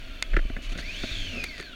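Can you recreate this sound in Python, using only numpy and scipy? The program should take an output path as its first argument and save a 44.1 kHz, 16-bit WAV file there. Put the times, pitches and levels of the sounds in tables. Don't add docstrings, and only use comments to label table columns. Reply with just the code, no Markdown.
import sys
import numpy as np
from scipy import signal
from scipy.fft import rfft, irfft
from scipy.io import wavfile

SR = 44100
rng = np.random.default_rng(int(sys.argv[2]) if len(sys.argv) > 2 else 0)


def persist_wave(psi):
    counts = np.round(np.clip(psi, -1, 1) * 32767).astype(np.int16)
    wavfile.write(sys.argv[1], SR, np.atleast_2d(counts).T)


N = 77175
T = np.arange(N) / SR
REF_HZ = 1670

# (time [s], whine level [dB], clatter level [dB], whine roughness [ratio])
ENGINE_EFFORT = [(0, -50, -49.5, 0.65), (.3, -52, -49.5, 0.23), (.6, -54, -51, 0.9),
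                 (.78, -47.5, -45.5, 0.85), (.9, -45, -43, 0), (1.03, -42, -39, 1.17),
                 (1.19, -38.5, -40.5, 0.85), (1.3, -44, -42.5, 0.6), (1.41, -41.5, -43, 0.65),
                 (1.52, -46.5, -45.5, 0.17), (1.63, -47.5, -47.5, 0.46), (1.75, -42.5, -53, .7)]


def amp(db):
    return 10 ** (np.asarray(db) / 20)


def unit(x):
    return x / np.sqrt(np.mean(x ** 2) + 1e-20)


def curve(table, column=1):
    rows = np.array(table)
    return np.interp(T, rows[:, 0], rows[:, column])


def gain_at(spectrum, hz):
    f, db = np.transpose(spectrum)
    return amp(np.interp(np.log(hz + 1), np.log(f + 1), db))


def colour(x, spectrum):
    f = np.fft.rfftfreq(len(x), 1 / SR)
    return unit(irfft(rfft(x) * gain_at(spectrum, f), len(x)))


def drift(hz):
    f = np.fft.rfftfreq(N, 1 / SR)
    return unit(irfft(rfft(rng.standard_normal(N)) / (1 + (f / hz) ** 2), N))


def add(mix, start_s, sound):
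    part = mix[round(start_s * SR):][:len(sound)]
    part += sound[:len(part)]


def ring(modes, rise_s, tilt_db=0):
    t = T[:SR // 8]
    detunes = rng.uniform(.98, 1.02, len(modes))
    pivot_hz = modes[len(modes) // 2][0]
    out = np.zeros(len(t))
    for (hz, db, t60), detune in zip(modes, detunes):
        level = amp(db + tilt_db * np.log2(hz / pivot_hz))
        out += level * np.exp(-np.log(1000) * t / t60) * np.sin(2 * np.pi * hz * detune * t)
    return out * (1 - np.exp(-t / rise_s))


def gear_whine(mesh_hz):
    # (mesh multiple [ratio], level [dB], speed slope [dB/octave], extra roughness [ratio])
    gears = [(1, 1.5, 2.5, 0.04), (2.01, -8.5, 0, 0.23), (2.34, -10, -8, 0.5), (2.58, -6.5, -11.5, 0)]
    # (frequency [Hz], gain [dB])
    casing = [(1000, -14.5), (1400, -5), (1600, -6.5), (2400, 6), (3450, 0), (3950, -6.5), (4400, 9),
              (5000, -2.5), (6700, -4.5), (7300, -14), (10000, -13)]
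    out = np.zeros(N)
    travel = np.cumsum(mesh_hz) / mesh_hz.max()
    for multiple, db, speed_db, extra_rough in gears:
        rough = np.clip(curve(ENGINE_EFFORT, column=3) + extra_rough, 0, 1)
        carrier = np.exp(2j * np.pi * np.cumsum(multiple * mesh_hz) / SR)
        width_hz = 0.044 * mesh_hz.max() * np.sqrt(multiple)
        skirt = np.interp(travel, np.arange(N), drift(width_hz) + 1j * drift(width_hz)) / np.sqrt(2)
        tone = (carrier * (np.sqrt(1 - rough) + np.sqrt(rough) * skirt)).real
        flutter_db = 1.5 * drift(hz=30)
        level = amp(db + speed_db * np.log2(mesh_hz / REF_HZ) + flutter_db)
        out += level * gain_at(casing, multiple * mesh_hz) * tone
    return out * amp(curve(ENGINE_EFFORT))


def engine_clatter(firings, mesh_hz):
    # (frequency [Hz], relative density [dB])
    metal_spectrum = [(300, -89), (900, -14), (1150, -23), (1450, -0.5), (1900, 2.5), (2450, 10.5),
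                      (2850, 0.5), (3300, 3), (3900, 0.5), (4450, -0.5), (5200, -10), (6000, -8.5),
                      (6820, -16), (7150, -31), (7700, -19.5), (8400, -26.5), (9500, -31), (11000, -35),
                      (12200, -51), (14600, -55), (16200, -69)]
    # (frequency [Hz], relative density [dB])
    body_spectrum = [(20, -12), (60, -9), (120, -2.5), (180, -1.5), (255, 5), (330, -0.5), (480, -7.5),
                     (660, 0.5), (820, -19.5), (1200, -11.5), (3000, -30)]
    # (frequency [Hz], bandwidth [Hz], relative level [dB])
    case_modes = [(1593, 44, -12), (2360, 50, -9.5), (2650, 82, -7.5), (3067, 38, -12), (3434, 71, -11),
                  (3593, 54, -13.5), (4364, 57, -10.5), (6680, 190, -19)]
    depth, decay_cycles = 0.41, 0.61
    bursts = 1 + depth * unit(np.exp(-(2 * firings % 1) / decay_cycles))
    drive = unit(bursts * rng.standard_normal(N))
    metal = colour(drive, metal_spectrum)
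    for hz, width_hz, db in case_modes:
        resonator = signal.iirpeak(hz, hz / width_hz, SR)
        metal += amp(db) * unit(signal.lfilter(*resonator, bursts * rng.standard_normal(N)))
    treble = signal.filtfilt(*signal.butter(2, 3900, "high", fs=SR), metal)
    treble_db = 3.5 * np.log2(mesh_hz / REF_HZ)
    metal += treble * (amp(treble_db) - 1)
    metal_db = curve(ENGINE_EFFORT, column=2)
    body_db = -48 + 0.36 * (metal_db - metal_db.max())
    return amp(metal_db) * unit(metal) + amp(body_db) * colour(drive, body_spectrum)


def exhaust(firings):
    # (time [s], level [dB])
    levels = [(0, -49.5), (.5, -46), (.75, -40.5), (.9, -47), (1.08, -53), (1.24, -41), (1.4, -46.5),
              (1.55, -50.5), (1.75, -55.5)]
    # (firing-rate multiple [ratio], relative level [dB])
    orders = [(1, -0.5), (2, -14.5), (3, -12), (4, -30)]
    note = sum(amp(db) * (1 + .35 * drift(hz=18)) * np.sin(2 * np.pi * order * firings)
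               for order, db in orders)
    return amp(curve(levels)) * unit(note)


def camera_shake():
    # (frequency [Hz], relative density [dB])
    sway_spectrum = [(5, 3.5), (20, -17), (33, -4.5), (43, -20), (60, -25), (100, -21), (300, -89)]
    # (frequency [Hz], relative gain [dB])
    mount = [(2, -46), (20, 5.5), (45, -3.5), (120, -14), (300, -44)]
    # (time [s], level [dB])
    levels = [(0, -41.5), (.3, -35), (.35, -23.5), (.43, -27), (.5, -30.5), (.66, -32), (.73, -28),
              (.81, -32.5), (.9, -28.5), (1.05, -36), (1.12, -32.5), (1.2, -35), (1.42, -36.5), (1.55, -43),
              (1.75, -51)]
    # (time [s], level [dB])
    jolts = [(.337, -28), (0.372, -13), (0.452, -16.5), (1.113, -20.5)]
    rock_hz, rock_t60_s = 36, 0.095
    sway = signal.hilbert(colour(rng.standard_normal(N), sway_spectrum))
    even_sway = sway.real / (abs(sway) + .5)
    out = amp(curve(levels)) * colour(even_sway, mount)
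    for start_s, db in jolts:
        add(out, start_s, ring([(rock_hz, db, rock_t60_s)], rise_s=0.0014))
    return out


def housing_ticks():
    # (time [s], level [dB], brightness [dB/octave])
    ticks = [(0.2254, -7.5, 2), (.3675, -32.5, 8), (1.4387, -21, 6), (1.4407, -22.5, -3.5),
             (1.4415, -30, 43.5), (1.443, -22.5, -1), (1.5804, -33.5, -4), (1.6003, -26.5, -0.5),
             (1.610, -28, 13), (1.6269, -36, -6), (.7775, -25, 4), (0.781, -31.5, 2)]
    # (frequency [Hz], level [dB], T60 [s])
    modes = [(1510, -28, 0.054), (2115, -11.5, 0.027), (2480, 0.5, 0.0047), (2840, -15, 0.012),
             (3630, -1.5, 0.0057), (4240, -3, 0.0043), (6550, -11.5, 0.0086), (6950, -26, 0.016),
             (8440, -11, 0.0033), (9900, -25, 0.0044), (11950, -34, 0.003), (14900, -53, 0.0029)]
    out = np.zeros(N)
    for start_s, db, tilt_db in ticks:
        add(out, start_s, amp(db) * ring(modes, rise_s=.00012, tilt_db=tilt_db))
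    return out


def camera_knocks():
    # (time [s], crack level [dB], thud level [dB], thud pitch [Hz])
    knocks = [(.3340, -18.5, -48, 220), (0.3405, -25, -26, 184), (0.3659, -9, -16.5, 347),
              (0.3885, -28.5, -33, 300), (0.3909, -24.5, -43, 298), (0.448, -40, -31.5, 218),
              (0.4977, -30.5, -25, 246), (0.565, -21, -26.5, 216), (0.584, -55, -33, 253),
              (.753, -31, -26, 186), (.7695, -47, -31, 215), (0.7867, -24.5, -31, 257),
              (1.035, -22.5, -19.5, 241), (1.110, -31, -42, 129), (1.597, -25.5, -31, 380)]
    # (frequency [Hz], level [dB], T60 [s])
    crack_modes = [(1456, -2.5, 0.014), (1750, -17, 0.056), (1970, 0.5, 0.0091), (2640, -13.5, 0.014),
                   (3400, -11, 0.0059)]
    # (frequency [Hz], relative density [dB])
    grit_spectrum = [(100, -10), (600, 2), (900, -30.5), (1400, 1), (2100, -2), (3000, -18), (4500, -26),
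                     (9000, -41), (16000, -75)]
    # (pitch multiple [ratio], level [dB], T60 [s])
    thud_modes = [(.45, -3.5, 0.028), (1, 3.5, 0.024), (1.5, -13, 0.029), (2.05, -19, 0.0092),
                  (2.6, -11.5, 0.053)]
    # (frequency [Hz], gain [dB])
    rolloff = [(660, 0), (900, -17)]
    rise_s, thud_lag_s, grit_t60_s = .001, .0045, .03
    out, t = np.zeros(N), T[:SR // 8]
    grit_envelope = np.exp(-np.log(1000) * t / grit_t60_s) * (1 - np.exp(-t / rise_s))
    for start_s, crack_db, thud_db, thud_hz in knocks:
        grit = colour(rng.standard_normal(len(t)), grit_spectrum) * grit_envelope
        add(out, start_s, amp(crack_db) * (ring(crack_modes, rise_s) + amp(-6.5) * grit))
        thud = sum(gain_at(rolloff, k * thud_hz) * ring([(k * thud_hz, db, t60)], rise_s)
                   for k, db, t60 in thud_modes)
        add(out, start_s + thud_lag_s, amp(thud_db) * thud)
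    return out


def scrapes():
    # (time [s], duration [s], hiss level [dB], rub level [dB])
    strokes = [(0.617, 0.036, -44.5, -85), (0.645, 0.035, -46.5, -77), (0.689, 0.026, -45, -76),
               (0.713, 0.025, -44, -46.5), (0.772, 0.047, -42, -49), (1.315, 0.121, -78, -40),
               (1.434, 0.025, -48, -40.5), (1.577, 0.038, -47.5, -50)]
    # (frequency [Hz], relative density [dB])
    hiss_spectrum = [(200, -36), (900, -2), (1500, 4), (2700, 10.5), (4400, 6), (5300, -1.5), (6700, 1.5),
                     (7500, -7), (11000, -12.5), (16000, -35)]
    # (frequency [Hz], relative density [dB])
    rub_spectrum = [(40, -46), (130, -2), (215, -10), (245, 3), (285, -11), (390, -5), (520, -11.5),
                    (690, -11.5), (880, -39), (1350, -17), (2000, -41), (4000, -73)]
    snaps_per_s, spread_db = 900, 5
    grains = unit(rng.standard_normal(N) * amp(2 * drift(hz=320)))
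    onsets = rng.random(N) < snaps_per_s / SR
    snaps = onsets * amp(spread_db * np.minimum(rng.exponential(1, N), 3))
    hiss = colour(grains + amp(-7) * unit(snaps), hiss_spectrum)
    rub = colour(grains, rub_spectrum)
    out = np.zeros(N)
    for start_s, length_s, hiss_db, rub_db in strokes:
        progress = np.clip((T - start_s) / length_s, 0, 1)
        arch = (4 * progress * (1 - progress)) ** 0.71
        out += arch * (amp(hiss_db) * hiss + amp(rub_db) * rub)
    return out


def scene():
    # (time [s], main gear mesh frequency [Hz])
    speed = [(0, 1454), (.25, 1306), (.5, 1148), (.68, 1138), (.78, 1501), (.85, 2105), (.92, 2660),
             (.99, 3455), (1.05, 3725), (1.13, 3605), (1.2, 3334), (1.3, 2935), (1.37, 2589), (1.44, 2410),
             (1.52, 2120), (1.6, 1838), (1.75, 1365)]
    meshes_per_firing = 34.3
    mesh_hz = curve(speed) * (1 + 0.00547 * drift(hz=29.9))
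    firings = np.cumsum(mesh_hz / meshes_per_firing) / SR
    engine = gear_whine(mesh_hz) + engine_clatter(firings, mesh_hz) + exhaust(firings)
    return (engine + camera_shake() + housing_ticks() + camera_knocks() + scrapes())[None]


def record(dry):
    lowpass = signal.firwin(511, 16200, window=("kaiser", 9), fs=SR)
    return signal.oaconvolve(dry, lowpass[None], "same")


dry = scene()
out = record(dry)
persist_wave(out)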